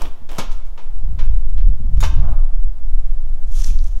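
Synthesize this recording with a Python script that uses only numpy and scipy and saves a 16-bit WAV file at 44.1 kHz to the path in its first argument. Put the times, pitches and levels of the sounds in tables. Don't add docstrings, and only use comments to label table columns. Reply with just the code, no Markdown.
import sys
import numpy as np
from scipy import signal
from scipy.fft import rfft, irfft, next_fast_len
from scipy.io import wavfile
from scipy.ndimage import map_coordinates

SR = 44100
rng = np.random.default_rng(int(sys.argv[2]) if len(sys.argv) > 2 else 0)


def master_out(mix):
    frames = np.transpose(np.atleast_2d(mix))
    ceiling = np.clip(frames, -1, 1)
    pcm = np.round(ceiling * 32767).astype(np.int16)
    wavfile.write(sys.argv[1], SR, pcm)


N = 176400
T = np.arange(N) / SR
LN_1000 = np.log(1000)


def amp(db):
    return 10 ** (np.asarray(db) / 20)


def unit(x):
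    return x / np.sqrt(np.mean(x ** 2) + 1e-20)


def along(points, hz):
    freqs, values = np.transpose(points)
    return np.interp(np.log(hz + 1), np.log(freqs + 1), values)


def fader(points):
    return amp(np.interp(T, *np.transpose(points)))


def lowpass(x, cutoff_hz):
    size = next_fast_len(N + SR // 2)
    hz = np.fft.rfftfreq(size, 1 / SR)
    return irfft(rfft(x, size) / (1 + (hz / cutoff_hz) ** 4), size)[:N]


def noise(*eqs):
    hz = np.fft.rfftfreq(N, 1 / SR)
    response = amp(sum(along(eq, hz) for eq in eqs))
    return unit(irfft(rfft(rng.standard_normal(N)) * response, N))


def wobble(rate_hz):
    return map_coordinates(rng.standard_normal(N // 8), [T * rate_hz], mode="wrap")


def strike(start_s, attack_s, t60_s):
    age = np.maximum(T - start_s, 0)
    return (1 - np.exp(-age / attack_s)) * np.exp(-np.minimum(LN_1000 * age / t60_s, 50))


# start_s, level_db, bass_db, presence_db, treble_db, attack_s, t60_s, ring_offset_db
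LID_HITS = [(.018, -22, -23, -11, 3, 0.00033, 0.027, -35), (.053, -31.5, 14, 19, -6, 0.00073, 0.049, -23),
            (0.29, -35, 3, 1.5, -1, 0.00087, 0.096, -11), (.383, -20, 5.5, 0, 5.5, 0.00034, 0.13, -15.5),
            (0.393, -27, 6.5, 7, 1.5, .001, 0.21, -11.5), (.513, -45, -21, 8, 13, .002, .2, -12),
            (.648, -50, 13, -5, 11.5, 0.0025, 0.22, -17), (.775, -40, -2.5, -1.5, -10.5, .0015, 0.28, -13),
            (1.188, -36, -10.5, 4, -6, .002, 0.2, -8), (1.575, -47.5, -11, 7, -3.5, .001, 0.26, -9),
            (1.968, -51.5, -8, 0, 4, .001, 0.6, -1.5), (2.026, -19, -4, -8.5, -12.5, .001, 0.095, -13),
            (2.034, -23.5, -10, 2.5, 2.5, 0.00095, 0.17, -12)]
# freq_hz, gain_db
CLATTER_EQ = [(80, -8.5), (200, 4), (450, -6.5), (700, -2), (1100, -4), (1800, -8), (3100, -7.5),
              (4800, -12.5), (6400, -12), (8500, -22), (13000, -24.5), (16000, -49.5)]
# centre_hz, half_width_hz, gain_db
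BODY_RESONANCES = [(233, 60, -2), (429, 7.3, 11.5), (588, 69, 6), (910, 49, 7), (1000, 30, 5.5),
                   (1217, 22, 11.5), (1550, 8.3, 5), (2260, 180, 2), (2950, 36, 1.5)]
# pitch_hz, gain_db, t60_s
DOME_MODES = [(467, -7, .28), (571, -10, .22), (640, -9, .22), (803, -9, .3), (898, -6, .35),
              (1056, -6, .35), (1252, -5, .28), (1384, -10, .55), (1577, -9, .35), (2169, -15, .3),
              (2547, -11, .42), (3075, -14, .28), (3628, -10, .35), (5697, -14, .28)]


def lid_knocks(mode_spread_db=1.1):
    hz = np.geomspace(100, 4000, 400)
    peaks_db = sum(db / (1 + ((hz - centre) / width) ** 2) for centre, width, db in BODY_RESONANCES)
    body_eq = np.column_stack([hz, peaks_db])
    out = np.zeros(N + SR)
    age = np.arange(SR * 3 // 4) / SR
    for start_s, level_db, bass_db, presence_db, treble_db, attack_s, t60_s, ring_db in LID_HITS:
        hit_eq = [(300, bass_db), (1000, 0), (3000, presence_db), (9000, treble_db)]
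        clatter = noise(CLATTER_EQ, body_eq, hit_eq)
        out[:N] += amp(level_db) * strike(start_s, attack_s, t60_s) * clatter
        ring = np.zeros(len(age))
        for pitch_hz, mode_db, mode_t60_s in DOME_MODES:
            decay = amp(mode_db + rng.normal(0, mode_spread_db)) * np.exp(-LN_1000 * age / mode_t60_s)
            ring += decay * np.sin(2 * np.pi * (pitch_hz * age + rng.random()))
        ring *= 1 - np.exp(-age / attack_s)
        out[round(start_s * SR):][:len(age)] += amp(level_db + ring_db) * ring
    return out[:N]


# start_s, level_db, t60_s
FITTING_TICKS = [(2.004, -30, 0.15)]
# freq_hz, gain_db
TICK_EQ = [(500, -24), (1500, -3.5), (2600, -11), (3400, -13), (3650, 8), (3900, -11), (4600, -9),
           (5400, -8), (6100, -15), (6650, 3), (7500, -8.5), (8600, -20), (10000, -6.5), (11000, -9.5),
           (16000, -19)]


def fitting_tick(attack_s=0.00028):
    return sum(amp(level_db) * strike(start_s, attack_s, t60_s) * noise(TICK_EQ)
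               for start_s, level_db, t60_s in FITTING_TICKS)


# start_s, length_s, level_db, bass_db
SCRAPE_STROKES = [(-.015, .072, -37, 3), (.298, .08, -40, -7)]
# freq_hz, gain_db
SCRAPE_EQ = [(100, -3), (330, 6.5), (600, 4), (1200, 0), (1900, -10), (3000, -5), (4500, -15),
             (6300, -14.5), (8500, -19.5), (15000, -22)]


def metal_scrapes(rough_db=3, attack_s=0.012, release_s=0.028):
    out = np.zeros(N)
    for start_s, length_s, level_db, bass_db in SCRAPE_STROKES:
        attack = np.clip((T - start_s) / attack_s, 0, 1)
        release = np.exp(-np.maximum(T - start_s - length_s, 0) / release_s)
        friction = noise(SCRAPE_EQ, [(300, bass_db), (800, 0)])
        grip = amp(rough_db * wobble(250))
        out += amp(level_db) * attack * release * unit(friction * grip)
    return out


# time_s, level_db
RUB_FADER = [(2.08, -69), (2.17, -63), (2.23, -44.5), (2.31, -41.5), (2.38, -50.5), (2.5, -55), (2.65, -71)]
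# freq_hz, gain_db
RUB_EQ = [(300, -21), (520, -9), (640, 4.5), (800, 1.5), (930, -6), (1200, -2.5), (1500, -10.5),
          (1900, -23.5), (2500, -21.5), (4000, -37), (9000, -41.5)]


def lid_rub(rough_db=2):
    gate = (T > RUB_FADER[0][0]) & (T < RUB_FADER[-1][0])
    friction = noise(RUB_EQ) * amp(rough_db * wobble(65))
    return fader(RUB_FADER) * gate * unit(friction)


# time_s, relative_db
SLEEVE_FADER = [(3.46, -63.5), (3.54, -44.5), (3.6, -37), (3.645, -40), (3.7, -40.5), (3.73, -48),
                (3.81, -57), (3.87, -50.5), (4, -61.5)]
# freq_hz, gain_db
CLOTH_EQ = [(300, -22), (1100, -6.5), (2000, -14.5), (3200, -5), (4800, -8.5), (5800, -0.5), (6700, -0.5),
            (7700, -7.5), (11000, -10), (15500, -21)]


def sleeve_swish(grain_db=1.5, snag_db=3.15, gain_db=-3.5):
    gate = T > SLEEVE_FADER[0][0]
    grip = amp(grain_db * wobble(700) + snag_db * wobble(50))
    return amp(gain_db) * fader(SLEEVE_FADER) * gate * unit(noise(CLOTH_EQ) * grip)


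# start_s, level_db, pitch_hz
HAND_CLICKS = [(3.619, -25, 6150), (3.639, -21.5, 6100), (3.6442, -19, 5650), (3.668, -31, 6500),
               (3.681, -28.5, 1200), (3.704, -31, 2360), (3.7895, -33, 4270), (3.842, -33, 6500)]


def hand_clicks(attack_s=0.00042, t60_s=0.0086, skirt_oct=0.52, skirt_db=-13):
    out = np.zeros(N)
    ratio = 2 ** skirt_oct
    for start_s, level_db, pitch_hz in HAND_CLICKS:
        peak = [(pitch_hz / ratio, skirt_db), (pitch_hz, 0), (pitch_hz * ratio, skirt_db)]
        click_eq = [(150, -25), *peak, (16000, -30)]
        out += amp(level_db) * strike(start_s, attack_s, t60_s) * noise(click_eq)
    return out


def eddies(eq, evenness):
    turbulence = noise(eq)
    power = np.abs(signal.hilbert(turbulence)) ** 2
    return unit(turbulence / (power + 0.3) ** (evenness / 2))


# time_s, relative_db
GUST_FADER = [(0, -21), (.2, -59), (.45, -29), (.53, -17), (.62, -30), (.75, -59), (.92, -25),
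              (1.02, -21.5), (1.25, -9.5), (1.52, -15), (1.67, -6.5), (1.8, -20), (1.9, -21), (1.98, -10.5),
              (2.1, -12), (2.22, -8), (2.45, -16), (2.66, -14.5), (2.8, -25.5), (2.95, -12.5), (3.15, -19),
              (3.38, -23), (3.6, -11.5), (3.8, -15.5), (4, -19)]
FLUTTER_FADER = [(0.08, -40), (0.17, -63), (0.21, -40), (0.35, -57), (0.39, -38), (0.48, -53), (0.92, -55),
                 (1.08, -26.5), (1.41, -38.5), (1.47, -44), (1.72, -21), (1.75, -34.5), (1.99, -18),
                 (2.14, -25), (2.19, -16.5), (2.35, -28), (2.41, -51.5), (2.95, -52), (3.03, -72),
                 (3.22, -59), (3.47, -38), (3.56, -60), (3.7, -29), (3.97, -41)]
# freq_hz, gain_db
SWAY_EQ = [(0, -48), (1.5, -7.5), (3, -3.5), (7, -2), (14, -8), (22, -14.5), (40, -62), (100, -120)]
BUFFET_EQ = [(0, -54), (8, -17), (18, 3), (28, 1.5), (45, -11), (65, -25), (100, -33.5), (200, -71.5),
             (500, -120)]
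FLUTTER_EQ = [(30, -12), (60, 8.5), (80, 0.5), (120, -7.5), (180, -20.5), (280, -37.5), (500, -44.5),
              (1500, -87)]


def wind(sway_db=-10, buffet_db=0.5, flutter_db=2, sway_follows=0.23, ceiling=0.97):
    gusts = fader(GUST_FADER)
    sway = amp(sway_db) * unit(gusts ** sway_follows) * eddies(SWAY_EQ, evenness=0.9)
    buffet = amp(buffet_db) * gusts * eddies(BUFFET_EQ, evenness=0.6)
    flutter = amp(flutter_db) * fader(FLUTTER_FADER) * eddies(FLUTTER_EQ, evenness=0.6)
    pressure = sway + buffet + flutter
    saturated = pressure / (1 + (pressure / ceiling) ** 6) ** (1 / 6)
    return signal.windows.tukey(N, 0.015) * saturated


# start_s, level_before_lowpass_db, t60_s, cutoff_hz
MIC_BUMPS = [(.217, -36.5, 0.094, 300), (0.385, -27, 0.09, 700), (1.075, -32, .12, 170),
             (1.275, -22, 0.046, 130), (1.698, -20, 0.059, 180), (1.799, -29.5, .12, 300),
             (1.846, -27.5, 0.074, 400), (2.122, -23, 0.075, 300), (2.289, -29, 0.17, 275),
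             (3.704, -27, 0.057, 357)]
# freq_hz, gain_db
BUMP_EQ = [(40, -8), (90, -3.5), (160, -2.5), (230, -4.5), (350, -11), (600, -36.5), (2000, -86.5)]


def mic_bumps(attack_s=0.0013):
    out = np.zeros(N)
    for start_s, level_db, t60_s, cutoff_hz in MIC_BUMPS:
        push = amp(level_db) * strike(start_s, attack_s, t60_s) * eddies(BUMP_EQ, evenness=0.87)
        out += lowpass(push, cutoff_hz)
    return out


# freq_hz, t60_s
YARD_DECAY = [(200, 0.6), (1200, 0.78), (3500, 0.7), (6500, 0.51), (9000, 0.1), (15000, 0.25)]


def yard_reverb(send, attack_s=0.004):
    hz, age, spectrum = signal.stft(rng.standard_normal(SR), SR, nperseg=256)
    decay = np.exp(-LN_1000 * age / along(YARD_DECAY, hz)[:, None])
    tail = signal.istft(spectrum * decay, SR, nperseg=256)[1]
    tail *= 1 - np.exp(-np.arange(len(tail)) / SR / attack_s)
    return signal.fftconvolve(send, tail / np.linalg.norm(tail))[:N]


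# freq_hz, gain_db
HUSH_EQ = [(120, -4), (200, -0.5), (352, -4), (423, -4), (455, -4), (786, -3.5), (1290, -12.5), (2070, -17),
           (2350, -19.5), (5960, -24.5), (15700, -30)]


def outdoor_hush(level_db=-54.5, drift_db=0.8):
    return amp(level_db + drift_db * wobble(2.6)) * noise(HUSH_EQ)


def scene(lid_send_db=-13.5, hand_send_db=-11.5):
    lid = lid_knocks() + fitting_tick() + metal_scrapes() + lid_rub()
    hand = sleeve_swish() + hand_clicks()
    walls = yard_reverb(amp(lid_send_db) * lid + amp(hand_send_db) * hand)
    return (lid + hand + walls + wind() + mic_bumps() + outdoor_hush())[None]


def record(dry):
    high_cut = signal.ellip(10, 0.05, 60, 15820, fs=SR, output="sos")
    return signal.sosfiltfilt(high_cut, dry)


dry = scene()
out = record(dry)
master_out(out)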